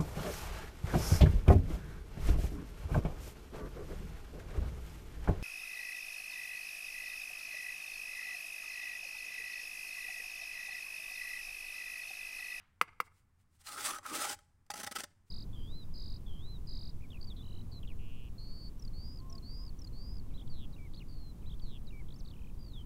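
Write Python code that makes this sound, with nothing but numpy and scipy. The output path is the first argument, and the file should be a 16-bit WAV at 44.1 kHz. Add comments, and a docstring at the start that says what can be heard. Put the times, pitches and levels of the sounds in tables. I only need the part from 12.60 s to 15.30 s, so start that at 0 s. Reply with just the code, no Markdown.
"""An outdoor building site, one microphone close to the wall where a bricklayer beds a brick.
Two taps of the steel trowel knock the brick down and echo off the site walls. The blade then scrapes
twice along the joint, sand hissing under it and coarse grains ringing the steel, and finishes with
a quick run of short jabs. In the distance lies only a faint rumble."""
import sys
import numpy as np
from scipy import signal
from scipy.fft import rfft, irfft
from scipy.io import wavfile

SR = 44100
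rng = np.random.default_rng(int(sys.argv[2]) if len(sys.argv) > 2 else 0)


def persist_wave(psi):
    """Save psi, clipped to +-1, as 16-bit WAV."""
    counts = np.round(np.clip(psi, -1, 1) * 32767).astype(np.int16)
    wavfile.write(sys.argv[1], SR, np.atleast_2d(counts).T)


N = 119070
T = np.arange(N) / SR

# trowel taps on the brick: t/s, level/dB, contact brightness f/Hz, crushed grit level/dB
TAPS = [(0.2127, -10, 3300, -33.5), (0.4016, -14.5, 2370, -39)]
# spectrum of sand against steel: f/Hz, level/dB
SAND_SPECTRUM = [(120, -9.5), (300, -16), (900, -4), (2000, 3), (3600, 0.5), (5900, 1), (6650, -0.5),
                 (7300, 2.5), (8800, 4), (10200, -1), (11500, -4), (15500, -5)]
SHIFTS_PER_S = 16   # the moving contact favours other modes of the blade
ECHO_CUT_HZ = 6000   # reflections come back dull


def from_db(db):
    """Decibels to gain."""
    return 10 ** (np.asarray(db) / 20)


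def rms_one(x):
    """Scale to unit rms."""
    return x / np.sqrt(np.mean(x ** 2) + 1e-20)


def level(rows):
    """Gain along a curve of t/s, level/dB; silent outside it."""
    s, db = np.transpose(rows)
    return from_db(np.interp(T, s, db, left=-200, right=-200))


def decay(start, t60):
    """Exponential release from a given moment."""
    return (T >= start) * np.exp(-np.log(1000) * np.maximum(T - start, 0) / t60)


def click(s):
    """Unit impulse."""
    return (np.arange(N) == int(s * SR)) + 1e-18


def noise():
    """White noise."""
    return rng.standard_normal(N)


def wander(per_s):
    """Slow random movement with a spread of about 1."""
    knots = rng.standard_normal(1000)
    return np.interp(T * per_s, np.arange(len(knots)), knots)


def lowpass(x, hz):
    """Gentle treble loss."""
    return signal.sosfilt(signal.butter(2, min(hz, .45 * SR), fs=SR, output="sos"), x)


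def colour(x, spectrum):
    """Give a steady signal a spectrum; rms 1."""
    hz, db = np.transpose(spectrum)
    f = np.maximum(np.arange(N // 2 + 1) * SR / N, 1)
    gain = from_db(np.interp(np.log(f), np.log(hz), db))
    return rms_one(irfft(rfft(x) * gain, N))


def ring(x, hz, t60):
    """A unit click rings a decaying cosine of height 1."""
    r, w = np.exp(-np.log(1000) / (t60 * SR)), 2 * np.pi * hz / SR
    return signal.lfilter([.5, 0, -.5], [1, -2 * r * np.cos(w), r * r], x)


def resonate(x, hz, width_hz):
    """Resonance that keeps the rms of white noise."""
    r, w = np.exp(-np.pi * width_hz / SR), 2 * np.pi * hz / SR
    return signal.lfilter([1, 0, -1], [1, -2 * r * np.cos(w), r * r], x) * np.sqrt((1 - r * r) / 2)


def grains(per_s, spread_db):
    """Random clicks, mostly small with a few large; rms 1."""
    sizes = from_db(spread_db * np.minimum(rng.exponential(1, N), 5))
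    signs = rng.choice([-1, 1], N)
    return rms_one(sizes * signs * (rng.random(N) < per_s / SR))


def taps():
    """Each tap rings the brick briefly and crushes the sand under the trowel's edge."""
    # modes of the bedded brick and the trowel: f/Hz, level/dB, t60/s
    brick_modes = [(175, -28, .04), (500, -17, .038), (725, -30, .03), (1175, -4, .013), (1285, 0, .017),
                   (1640, -12, .018), (2050, -4, .019), (2220, -8, .013), (2700, -5, .0095),
                   (4280, -13, .016), (4790, -11, .015), (5390, -5, .016), (2140, -44, .45)]
    # spectrum of crushed sand: f/Hz, level/dB
    crush_spectrum = [(300, -21), (800, -19), (1300, -2.5), (2600, 13), (3600, -12), (4900, 1.5),
                      (6300, -9), (10000, -4.5), (12500, -10), (14500, -4.5), (16000, -14)]
    touch_db, seat_s = -13.5, .00085   # the edge touches, then seats fully
    radiate_hz = 139   # the brick is too small to radiate below this
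    out = 0
    for s, db, bright_hz, grit_db in TAPS:
        seated = s + seat_s
        contact = from_db(touch_db) * click(s) + click(seated)
        force = from_db(db) * lowpass(lowpass(contact, bright_hz), bright_hz)
        knock = sum(from_db(mode_db) * ring(force, hz, t60) for hz, mode_db, t60 in brick_modes) / 2
        crush = decay(seated, t60=.026)
        crumble = from_db(-1) * decay(seated, t60=.04)
        grit = from_db(grit_db) * (crush + crumble) * colour(noise(), crush_spectrum)
        out = out + knock + grit
    return signal.sosfilt(signal.butter(2, radiate_hz, "high", fs=SR, output="sos"), out)


def shudder(below_tap_db=34, rise_s=.006):
    """The wall and its wet bed answer each tap with a short, pitchless thud."""
    # spectrum of the shaken wall: f/Hz, level/dB
    wall_spectrum = [(100, -17), (240, 6.5), (400, -4.5), (650, -1.5), (1000, 1.5), (2300, -4),
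                     (3300, -20.5)]
    swell = sum(from_db(db - below_tap_db) * decay(s, t60=.07) * np.clip((T - s) / rise_s, 0, 1)
                for s, db, _, _ in TAPS)
    return swell * colour(noise(), wall_spectrum)


def strokes():
    """Two long passes of the blade along the joint, over wet mortar."""
    # friction along the first pass: t/s, level/dB
    first_friction = [(.99, -81), (1.012, -65), (1.03, -69), (1.055, -61), (1.064, -51.5), (1.092, -49.5),
                      (1.102, -56), (1.19, -47), (1.244, -42), (1.258, -40), (1.305, -43), (1.325, -47.5),
                      (1.35, -48.5), (1.392, -62.5), (1.412, -80), (1.43, -77)]
    # friction along the second pass: t/s, level/dB
    second_friction = [(1.43, -67), (1.455, -53.5), (1.5, -50), (1.54, -41.5), (1.615, -36.5),
                       (1.66, -38.5), (1.685, -46.5), (1.703, -42), (1.742, -44.5), (1.762, -75),
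                       (1.83, -83.5), (1.95, -110)]
    # how much mortar is squeezed: t/s, level/dB
    squeeze = [(1.08, -73.5), (1.19, -58), (1.26, -63.5), (1.32, -54), (1.40, -76), (1.49, -63),
               (1.525, -47.5), (1.57, -52.5), (1.67, -57), (1.705, -50), (1.75, -73)]
    mortar = level(squeeze) * squelch()
    first = scrape(level(first_friction), sand_db=-.69, shimmer_db=-3.5)
    second = scrape(level(second_friction), sand_db=-2.4, shimmer_db=-5)
    return first + second + rasp() + mortar


def jabs(attack_s=.0025):
    """The blade bites, holds and lets go; in the final run it also thuds into the wall."""
    # jabs and catches of the blade: t/s, hold/s, level/dB
    bites = [(1.254, 0.004, -44), (1.383, 0.0016, -34), (1.461, 0.0031, -33.5), (1.7, 0.0037, -35),
             (1.787, .004, -51), (2.063, 0.0036, -64), (2.101, 0.0063, -39.5), (2.112, 0.0042, -41.5),
             (2.137, 0.0059, -35.5), (2.155, 0.0055, -45), (2.174, 0.005, -54), (2.187, 0.031, -44.5),
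             (2.23, 0.016, -37.5), (2.264, .014, -35.5), (2.311, 0.013, -37), (2.352, 0.021, -38),
             (2.384, 0.016, -39.5), (2.402, 0.0039, -32), (2.434, 0.0076, -37)]
    # light drag through the final run: t/s, level/dB
    drag = [(2.1, -65), (2.135, -57.5), (2.17, -44), (2.23, -54), (2.3, -63), (2.42, -48.5), (2.45, -63),
            (2.48, -102)]
    # spectrum of the wall's dull thud: f/Hz, level/dB
    thud_spectrum = [(90, -14), (150, -9), (215, 5.5), (320, -1), (600, -4.5), (1200, -43)]
    friction = level(drag)
    for s, hold, db in bites:
        attack = np.clip((T - s) / attack_s, 0, 1)
        release = np.maximum(T < s + hold, decay(s + hold, t60=.013))
        friction += from_db(db) * attack * release
    final_run = T > drag[0][0]
    thud = from_db(-17) * friction * final_run * colour(noise(), thud_spectrum)
    return scrape(friction, sand_db=-7.5, shimmer_db=-12) + thud


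def scrape(friction, sand_db, shimmer_db):
    """Fine sand hisses under the chattering blade; coarse grains catch and ring the steel."""
    # resonances of the rubbing blade: f/Hz, width/Hz, level/dB
    blade_modes = [(590, 38.6, -19.5), (831.2, 30, -15.5), (1057, 54, -23), (1290, 54, -12),
                   (1513, 180, -14), (1950, 120, -16), (2926, 420, -20), (4960, 850, -14.5),
                   (6140, 83, -17), (7000, 67, -46), (8870, 260, -62)]
    chatter_db, chatter_hz, shift_db = 2, 27, 2
    friction = friction * from_db(chatter_db * rms_one(lowpass(noise(), chatter_hz)))
    hiss = from_db(sand_db) * friction * sand()
    catches = friction * grains(per_s=1500, spread_db=3)
    blade = 0
    for k, (hz, width, db) in enumerate(blade_modes):
        gain = from_db(db + shift_db * wander(SHIFTS_PER_S))
        blade = blade + (-1) ** k * gain * resonate(catches, hz, width)
    return hiss + blade + from_db(shimmer_db) * shimmer(catches)


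def sand():
    """Fine grains click so densely that they merge into a hiss."""
    return colour(grains(per_s=9000, spread_db=2.5), SAND_SPECTRUM)


def shimmer(drive, low_hz=1706, high_hz=10530, count=36):
    """The steel plate's many high modes, each swelling and fading as the contact moves."""
    step = (high_hz - low_hz) / count
    pitches = low_hz + step * (np.arange(count) + rng.random(count))
    modes = sum(resonate(drive, hz, width_hz=60) * wander(SHIFTS_PER_S) for hz in pitches)
    return modes / np.sqrt(count)


def rasp(width_hz=104):
    """Coarse grains drive one blade resonance, whose pitch glides with the point of contact."""
    # course of the resonance: t/s, level/dB, f/Hz
    glide = [(1.03, -113, 1250), (1.075, -57.5, 1290), (1.16, -52, 1253), (1.183, -38.5, 1390),
             (1.221, -73, 1240), (1.253, -44, 1300), (1.296, -40.5, 1155), (1.319, -46, 1190),
             (1.362, -44.5, 1290), (1.42, -70.5, 1160), (1.46, -42, 1310), (1.482, -55, 1280),
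             (1.53, -47, 1140), (1.59, -49.5, 1360), (1.659, -42, 1293), (1.69, -52, 1395),
             (1.736, -51, 1570), (1.767, -96, 1400)]
    s, db, hz = np.transpose(glide)
    carrier = np.exp(2j * np.pi * np.cumsum(np.interp(T, s, hz)) / SR)
    pole = np.exp(-np.pi * width_hz / SR)
    # shift down, smooth, shift back up: the resonance follows the carrier
    smoothed = signal.lfilter([1], [1, -pole], grains(per_s=3000, spread_db=4) / carrier)
    ringing = (smoothed * carrier).real
    return level(list(zip(s, db))) * rms_one(lowpass(ringing, 2 * hz.mean()))


def flexes(bend_hz=821.6):
    """The blade's low bending mode, quickly damped by the mortar."""
    # the blade lands or springs free: t/s, level/dB
    kicks = [(1.648, -36.5), (1.672, -37), (1.70, -37), (1.733, -43), (2.1015, -34), (2.277, -40.5),
             (2.357, -39.5), (2.407, -45.5)]
    force = sum(from_db(db) * click(s) for s, db in kicks)
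    return ring(lowpass(force, 2 * bend_hz), bend_hz, t60=.07)


def squelch(low_hz=247, high_hz=540, pops_per_s=500, cycles=25, count=10):
    """Small air pockets pop in the wet mortar, each ringing briefly."""
    pops = sum(ring(grains(pops_per_s / count, spread_db=.5), hz, t60=cycles / hz)
               for hz in np.geomspace(low_hz, high_hz, count))
    return rms_one(lowpass(pops, 2 * high_hz))


def brushes():
    """Hand and cloth brush lightly over the gritty brick."""
    # soft swells of grit: middle t/s, half length/s, level/dB
    swells = [(0.459, 0.018, -70.5), (0.572, 0.05, -78), (.81, 0.024, -81.5), (0.954, 0.038, -78),
              (2.493, 0.048, -85), (2.685, 0.025, -80.5)]
    return sum(from_db(db) * np.exp(-((T - s) / half) ** 2) for s, half, db in swells) * sand()


def ground_bounce(x, delay_s=.0102):
    """A dull reflection off the ground reaches the microphone just after the direct sound."""
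    return from_db(-26.5) * lowpass(np.interp(T - delay_s, T, x), ECHO_CUT_HZ)


def site_echoes(x, smear_s=.005):
    """Dull echoes from rough brickwork, near scatter from the ground and a faint long tail."""
    # returns from the surrounding walls: delay t/s, level/dB
    echoes = [(0.068, -36), (.077, -39), (0.118, -48.5)]
    # spectrum of the site's diffuse sound: f/Hz, level/dB
    tail_spectrum = [(150, 1), (500, -2.5), (900, -1.5), (1290, -10), (1600, -3), (2250, -5), (2900, -7),
                     (9000, -5), (15000, -15.5)]

    def diffuse():
        return colour(noise(), tail_spectrum)

    def unit_energy(response):
        return rms_one(response) / np.sqrt(N)

    walls = 0
    for s, db in echoes:
        smear = np.exp(-((T - s) / smear_s) ** 2)
        walls = walls + from_db(db) * unit_energy(lowpass(diffuse(), ECHO_CUT_HZ) * smear)
    near = from_db(-26) * unit_energy(diffuse() * decay(.0092, t60=.07))
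    far = from_db(-33.5) * unit_energy(diffuse() * decay(.02, t60=.6))
    return signal.fftconvolve(x, walls + near + far)[:N]


def dying_echo(band_hz=(900, 2500)):
    """At the start, the echo of an earlier tap is still dying away."""
    wash = signal.sosfilt(signal.butter(2, band_hz, "band", fs=SR, output="sos"), noise())
    return from_db(-68.5) * decay(0, t60=.55) * rms_one(wash)


def background(hum_hz=88.1):
    """Quiet open air and a wavering hum in the distance."""
    # spectrum of the outdoor rumble: f/Hz, level/dB
    air_spectrum = [(25, 4), (55, -5), (100, -8), (180, -8.5), (280, -17.5), (600, -27), (950, -22.5),
                    (1600, -25), (3500, -37.5), (9000, -37), (15000, -44)]
    air = colour(noise(), air_spectrum)
    hum = rms_one(lowpass(resonate(noise(), hum_hz, width_hz=14), 2 * hum_hz))
    return from_db(-72) * (air + hum)


def scene():
    """Trowel work close up, the open site behind it; mono."""
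    work = taps() + shudder() + flexes() + strokes() + jabs() + brushes()
    return (work + ground_bounce(work) + dying_echo() + site_echoes(work) + background())[None]


def record(dry):
    """The microphone signal is cut steeply at the top."""
    cutoff_hz = 15800
    return signal.sosfilt(signal.ellip(10, .1, 70, cutoff_hz, fs=SR, output="sos"), dry)


dry = scene()
out = record(dry)
persist_wave(out)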